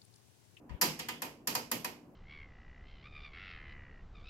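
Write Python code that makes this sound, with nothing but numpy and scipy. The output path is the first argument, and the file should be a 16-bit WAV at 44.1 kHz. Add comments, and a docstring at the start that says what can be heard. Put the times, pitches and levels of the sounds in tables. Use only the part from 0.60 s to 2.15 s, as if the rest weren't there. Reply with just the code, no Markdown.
"""A rotary range switch of an oscilloscope is turned by hand through eight detents in a small workshop.
A faint contact comes first. Each snap is noise and sine modes: a slip, a tick, the ringing metal case
and the room's answer, its bass swelling late. Equipment fans, coloured noise and steady sines, hum underneath.
As the fingers take the knob, a puff of low noise brushes the left microphone over a soft rub."""
import sys
import numpy as np
from scipy import signal
from scipy.fft import rfft, irfft, next_fast_len
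from scipy.io import wavfile

SR = 44100
rng = np.random.default_rng(int(sys.argv[2]) if len(sys.argv) > 2 else 0)


def file_out(sig):
    """Save sig as 16-bit WAV at sys.argv[1]."""
    # one column per channel
    cols = np.atleast_2d(sig).T
    # limit, then scale
    lim = np.clip(cols, -1, 1)
    pcm = np.round(lim * 32767).astype(np.int16)
    wavfile.write(sys.argv[1], SR, pcm)


N = 68355

# Landings of the detent spring, some detents taking two or three steps. Each row: start in seconds,
# relative level in dB, then bass, knock, mids, edge, sheen and top in dB against the presence,
# left over right in dB, extra room in dB.
SNAPS = [(.0935, -32.5, 15.5, 16, 14.5, 7.5, -5, -17.5, -2.5, 4.5),
         (0.2126, 5, -18, -2.5, 1, -3, -3.5, 0, -2, 7), (0.2184, 4, 3, -3.5, -8, -2.5, 1.5, -0.5, -5, 5),
         (0.2244, -1, 4, 0, -1, -3.5, -4, -3, 0, 0), (0.391, -11, 2, -3.5, 4, -1, 1, -2, -1, 5.5),
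         (0.3953, -8.5, 1.5, 0, 0.5, 6.5, 0, -8.5, -4, -1), (0.4857, -9, -19, 6, 8, 8, 3.5, -2, -3, 0.5),
         (.4863, -13.5, 9, 3, 2, 7.5, 2, 1, -3.5, 4), (0.6196, -7.5, 3.5, 7, 4.5, 2.5, 3, 3, -3, 3),
         (.8725, 1, -0.5, -1.5, -1, -2, 0.5, 0, -3.5, 4.5),
         (0.9509, 3, -2, 1.5, -2.5, -3.5, -2, -1.5, -3, 0.5),
         (1.1147, -1.5, 5, 2, 1.5, 2, 3.5, 5.5, -4, 2.5), (1.2453, -5, 4, 4, 5, 1.5, 1.5, 1.5, -4, 1)]
# Centres of the tone bands in Hz: bass, knock, mids, edge, presence (the reference), sheen, top.
TONE_HZ = (250, 850, 2000, 3300, 5000, 8700, 12500)
# Strongest modes of the case and the switch wafers. Each row: frequency in Hz, relative level in dB, t60 in seconds.
CASE_MODES = [(234, -49, .35), (367, -53, .35), (505, -48, .3), (609, -52, .2), (759, -49, .25),
              (910, -45, .19), (976, -43.5, .19), (1227, -48, .2), (1868, -49, .19), (2043, -49, .22),
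              (2480, -48, .28), (4800, -49, .24), (6850, -49, .16), (12840, -46, .16)]
# Colour of the dense ring of the sheet-metal case. Each row: frequency in Hz, relative density in dB per Hz.
CASE_COLOUR = [(100, -23.5), (250, -24.5), (500, -10.5), (950, 6), (1400, 1), (1900, 1.5), (2350, -3),
               (3100, -1.5), (3750, -6), (4400, 2.5), (5100, 2.5), (5800, -1), (6900, 0.5), (7500, -3.5),
               (9600, -9), (10900, -0.5), (11900, -4), (12900, 1), (14100, -3.5), (16000, -18)]
# How slowly the case builds up. Each row: frequency in Hz, rise in seconds.
CASE_RISE = [(300, 0.013), (1000, .004), (3000, 0.0027), (6000, 0.0014), (13000, 0.00066)]
# How long the case rings. Each row: frequency in Hz, t60 in seconds.
CASE_T60 = [(300, 0.13), (1000, 0.043), (3000, 0.084), (6000, 0.046), (13000, 0.035)]
# Colour of the tick. Each row: frequency in Hz, relative density in dB per Hz.
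TICK_COLOUR = [(500, -25), (2000, 6), (6000, -17), (13000, 26.5), (16000, -8)]
# Colour of the workshop's answer. Each row: frequency in Hz, relative density in dB per Hz.
ROOM_COLOUR = [(50, -8.5), (90, -1), (140, 12), (190, 9.5), (245, 13.5), (420, 6.5), (650, -0.5),
               (950, 2.5), (1400, -4), (2200, 0.5), (2600, 2), (3100, 0), (3600, -6.5), (4900, -1),
               (6100, -5.5), (6950, -7), (7700, -7), (9600, -13.5), (11000, -5), (12000, -6.5),
               (12900, -0.5), (14200, -10.5), (16000, -18.5)]
# How slowly the room swells. Each row: frequency in Hz, rise in seconds.
ROOM_RISE = [(150, 0.055), (400, 0.033), (1000, 0.015), (4000, 0.011), (14000, 0.0034)]
# How long the room lasts. Each row: frequency in Hz, t60 in seconds.
ROOM_T60 = [(125, 0.41), (275, 0.28), (600, 0.38), (1300, 0.32), (2800, 0.34), (6400, 0.34), (14000, 0.23)]
# Likeness of left and right. Each row: frequency in Hz, correlation from -1 to 1.
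LIKENESS = [(60, .85), (130, .92), (290, .85), (600, .75), (900, .62), (1250, 0), (15000, 0)]
# Colour of the puff of air. Each row: frequency in Hz, relative density in dB per Hz.
PUFF_COLOUR = [(24, -30), (38, -5.5), (52, 0), (70, -5), (130, -15.5), (300, -26.5), (1000, -80)]
# Colour of fingers sliding on the knob. Each row: frequency in Hz, relative density in dB per Hz.
RUB_COLOUR = [(100, -3), (300, -5), (1000, 0), (3300, -6), (5000, -27.5), (16000, -27.5)]
# Colour of the fan rush. Each row: frequency in Hz, relative density in dB per Hz.
FAN_COLOUR = [(25, -18), (45, -6), (80, -8), (150, -1), (280, 1), (400, -5.5), (550, -7.5), (1000, -15),
              (1450, -24), (2200, -31.5), (2700, -30), (3400, -42.5), (7000, -39), (9500, -42),
              (13000, -37.5), (16000, -42.5)]
# Steady tones of fans and mains. Each row: frequency in Hz, rms level in dB.
HUM = [(168, -74), (234, -68.5), (296, -65.5), (463, -81)]

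# Layers of a snap, before its own level and tone
SLIP_DB, SLIP_S = -39, 0.00056   # fades by a factor e in SLIP_S on both sides of the landing
TICK_DB, TICK_RISE_S, TICK_T60_S, TICK_PAN_DB = -19, .0005, 0.0043, 5
CASE_DB, MODES_DB, MODE_SCATTER_DB = -24, 2.5, 1.5
ROOM_DB, ROOM_PAN_DB = -35, -2
SAME_RING = .6   # share of the response's power that every snap has in common

# Stereo picture
RIGHT_LAG_S = .0003
PAN_FROM_HZ = 680   # the bass-to-treble panning crossover
BASS_LEFT_DB = 2   # the bass is a little stronger on the left

# Hand and fans
PUFF_S, PUFF_LENGTH_S, PUFF_DB = 0.092, 0.077, -39
PUFF_RIGHT_DB = -40   # right against left
RUB_S, RUB_LENGTH_S, RUB_DB = 0.093, .11, -65
FAN_DB = -58

CUTOFF_HZ = 15800
TIME = np.arange(N) / SR
SIZE = next_fast_len(N, real=True)
FREQS = np.maximum(np.arange(SIZE // 2 + 1) * SR / SIZE, 1)
SIDES = np.array([[1], [-1]])   # left, right


def switch():
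    """Every snap excites a short slip, a tick, the case and the room, all sharing its tone."""
    out = np.zeros((2, N))
    case = noise_spectrum(CASE_COLOUR)
    workshop = noise_spectrum(ROOM_COLOUR)
    for start, level_db, bass, knock, mids, edge, sheen, top, pan_db, room_db in SNAPS:
        age = np.maximum(TIME - start - RIGHT_LAG_S * np.array([[0], [1]]), 0)
        tone = list(zip(TONE_HZ, (bass, knock, mids, edge, 0, sheen, top)))
        tone_gain = from_db(at_hz(tone, FREQS))
        metal = varied(case, CASE_COLOUR, start) * tone_gain * pan(pan_db)
        answer = varied(workshop, ROOM_COLOUR, start) * tone_gain * pan(pan_db + ROOM_PAN_DB)
        snap = detent_slip(metal, start)
        snap = snap + detent_tick(age, tone_gain, pan_db)
        snap = snap + from_db(CASE_DB) * ring_out(metal, age, CASE_RISE, CASE_T60)
        snap = snap + case_modes(age, tone, pan_db)
        snap = snap + from_db(ROOM_DB + room_db) * ring_out(answer, age, ROOM_RISE, ROOM_T60)
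        out += from_db(level_db) * snap
    return out


def detent_slip(metal, start):
    """The roller slips over the crest: metal noise swelling into the landing and fading just as fast."""
    return from_db(SLIP_DB) * wave(metal) * np.exp(-np.abs(TIME - start) / SLIP_S)


def detent_tick(age, tone_gain, pan_db):
    """The spring strikes home: a burst of noise only milliseconds long."""
    noise = wave(noise_spectrum(TICK_COLOUR) * tone_gain * pan(pan_db + TICK_PAN_DB))
    return from_db(TICK_DB) * noise * burst(age, TICK_RISE_S, TICK_T60_S)


def case_modes(age, tone, pan_db):
    """Decaying sines for the strongest modes; the high ones reach the two microphones in unrelated phase."""
    out = 0
    for hz, db, t60 in CASE_MODES:
        apart = 1 - at_hz(LIKENESS, hz)
        phase = 2 * np.pi * (rng.random() + apart ** 2 * rng.random((2, 1)))
        scatter_db = MODE_SCATTER_DB * rng.standard_normal()
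        gain = from_db(db + at_hz(tone, hz) + scatter_db + SIDES * apart * pan_db / 2)
        # each mode needs about two cycles to build up
        out = out + gain * np.sin(2 * np.pi * hz * age + phase) * burst(age, 2 / hz, t60)
    return from_db(MODES_DB) * out


def varied(common, colour, start):
    """A response from this moment on, partly the same for every snap and partly its own."""
    delayed = common * np.exp(-2j * np.pi * FREQS * start)
    return np.sqrt(SAME_RING) * delayed + np.sqrt(1 - SAME_RING) * noise_spectrum(colour)


def ring_out(spectrum, age, rise, t60):
    """Dense resonances as noise in which every band builds up and dies at its own pace."""
    centres = np.geomspace(125, 14000, 7)   # Hz
    out = 0
    for hz, pick in zip(centres, np.eye(len(centres))):
        # overlapping bands that add up to the whole spectrum
        band = np.interp(np.log(FREQS), np.log(centres), pick)
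        out = out + wave(spectrum * band) * burst(age, at_hz(rise, hz), at_hz(t60, hz))
    return out


def hand():
    """Low noise for air brushing the left microphone, brighter noise for fingers sliding on the knob."""
    puff = wave(noise_spectrum(PUFF_COLOUR)) * swell(PUFF_S, PUFF_LENGTH_S)
    rub = wave(noise_spectrum(RUB_COLOUR)) * swell(RUB_S, RUB_LENGTH_S)
    return from_db([[PUFF_DB], [PUFF_DB + PUFF_RIGHT_DB]]) * puff + from_db(RUB_DB) * rub


def fans():
    """Cooling fans: moving air as a low rush of noise, with a few steady sine tones."""
    out = from_db(FAN_DB) * wave(noise_spectrum(FAN_COLOUR))
    for hz, db in HUM:
        # sqrt(2) turns rms into peak
        out = out + from_db(db) * np.sqrt(2) * np.sin(2 * np.pi * (hz * TIME + rng.random()))
    return out


def noise_spectrum(colour):
    """Spectrum of coloured stereo noise of rms 1, more alike left and right in the bass."""
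    gain = from_db(at_hz(colour, FREQS))
    gain = gain / np.sqrt(np.mean(gain ** 2))
    alike = np.clip(at_hz(LIKENESS, FREQS), -.99, .99)
    mid, side = rfft(rng.standard_normal((2, SIZE)))
    return gain * (np.sqrt((1 + alike) / 2) * mid + np.sqrt((1 - alike) / 2) * side * SIDES)


def pan(db):
    """Left and right gains by frequency: the treble follows the pan, the bass keeps a fixed lean."""
    treble = FREQS ** 2 / (FREQS ** 2 + PAN_FROM_HZ ** 2)
    return from_db(SIDES * (db * treble + BASS_LEFT_DB * (1 - treble)) / 2)


def burst(age, rise_s, t60):
    """Envelope that swells and dies away, the decay losing 60 dB in t60 seconds."""
    return (1 - np.exp(-age / rise_s)) * from_db(-60 * age / t60)


def swell(start, length):
    """Envelope with soft edges and a level middle."""
    arch = np.sin(np.pi * np.clip((TIME - start) / length, 0, 1))
    return np.clip(2 * arch, 0, 1)


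def wave(spectrum):
    """Spectrum to samples."""
    return irfft(spectrum, SIZE)[..., :N]


def at_hz(points, hz):
    """Reads a table along log frequency."""
    table_hz, value = np.transpose(points)
    return np.interp(np.log(hz), np.log(table_hz), value)


def from_db(db):
    """Decibels to gain."""
    return 10 ** (np.asarray(db) / 20)


def scene():
    """Switch, hand and fans together."""
    return switch() + hand() + fans()


def record(dry):
    """A steep elliptic low-pass cuts the top."""
    lowpass = signal.ellip(10, .2, 70, CUTOFF_HZ, fs=SR, output="sos")   # .2 dB ripple, 70 dB down
    return signal.sosfilt(lowpass, dry)


dry = scene()
out = record(dry)
file_out(out)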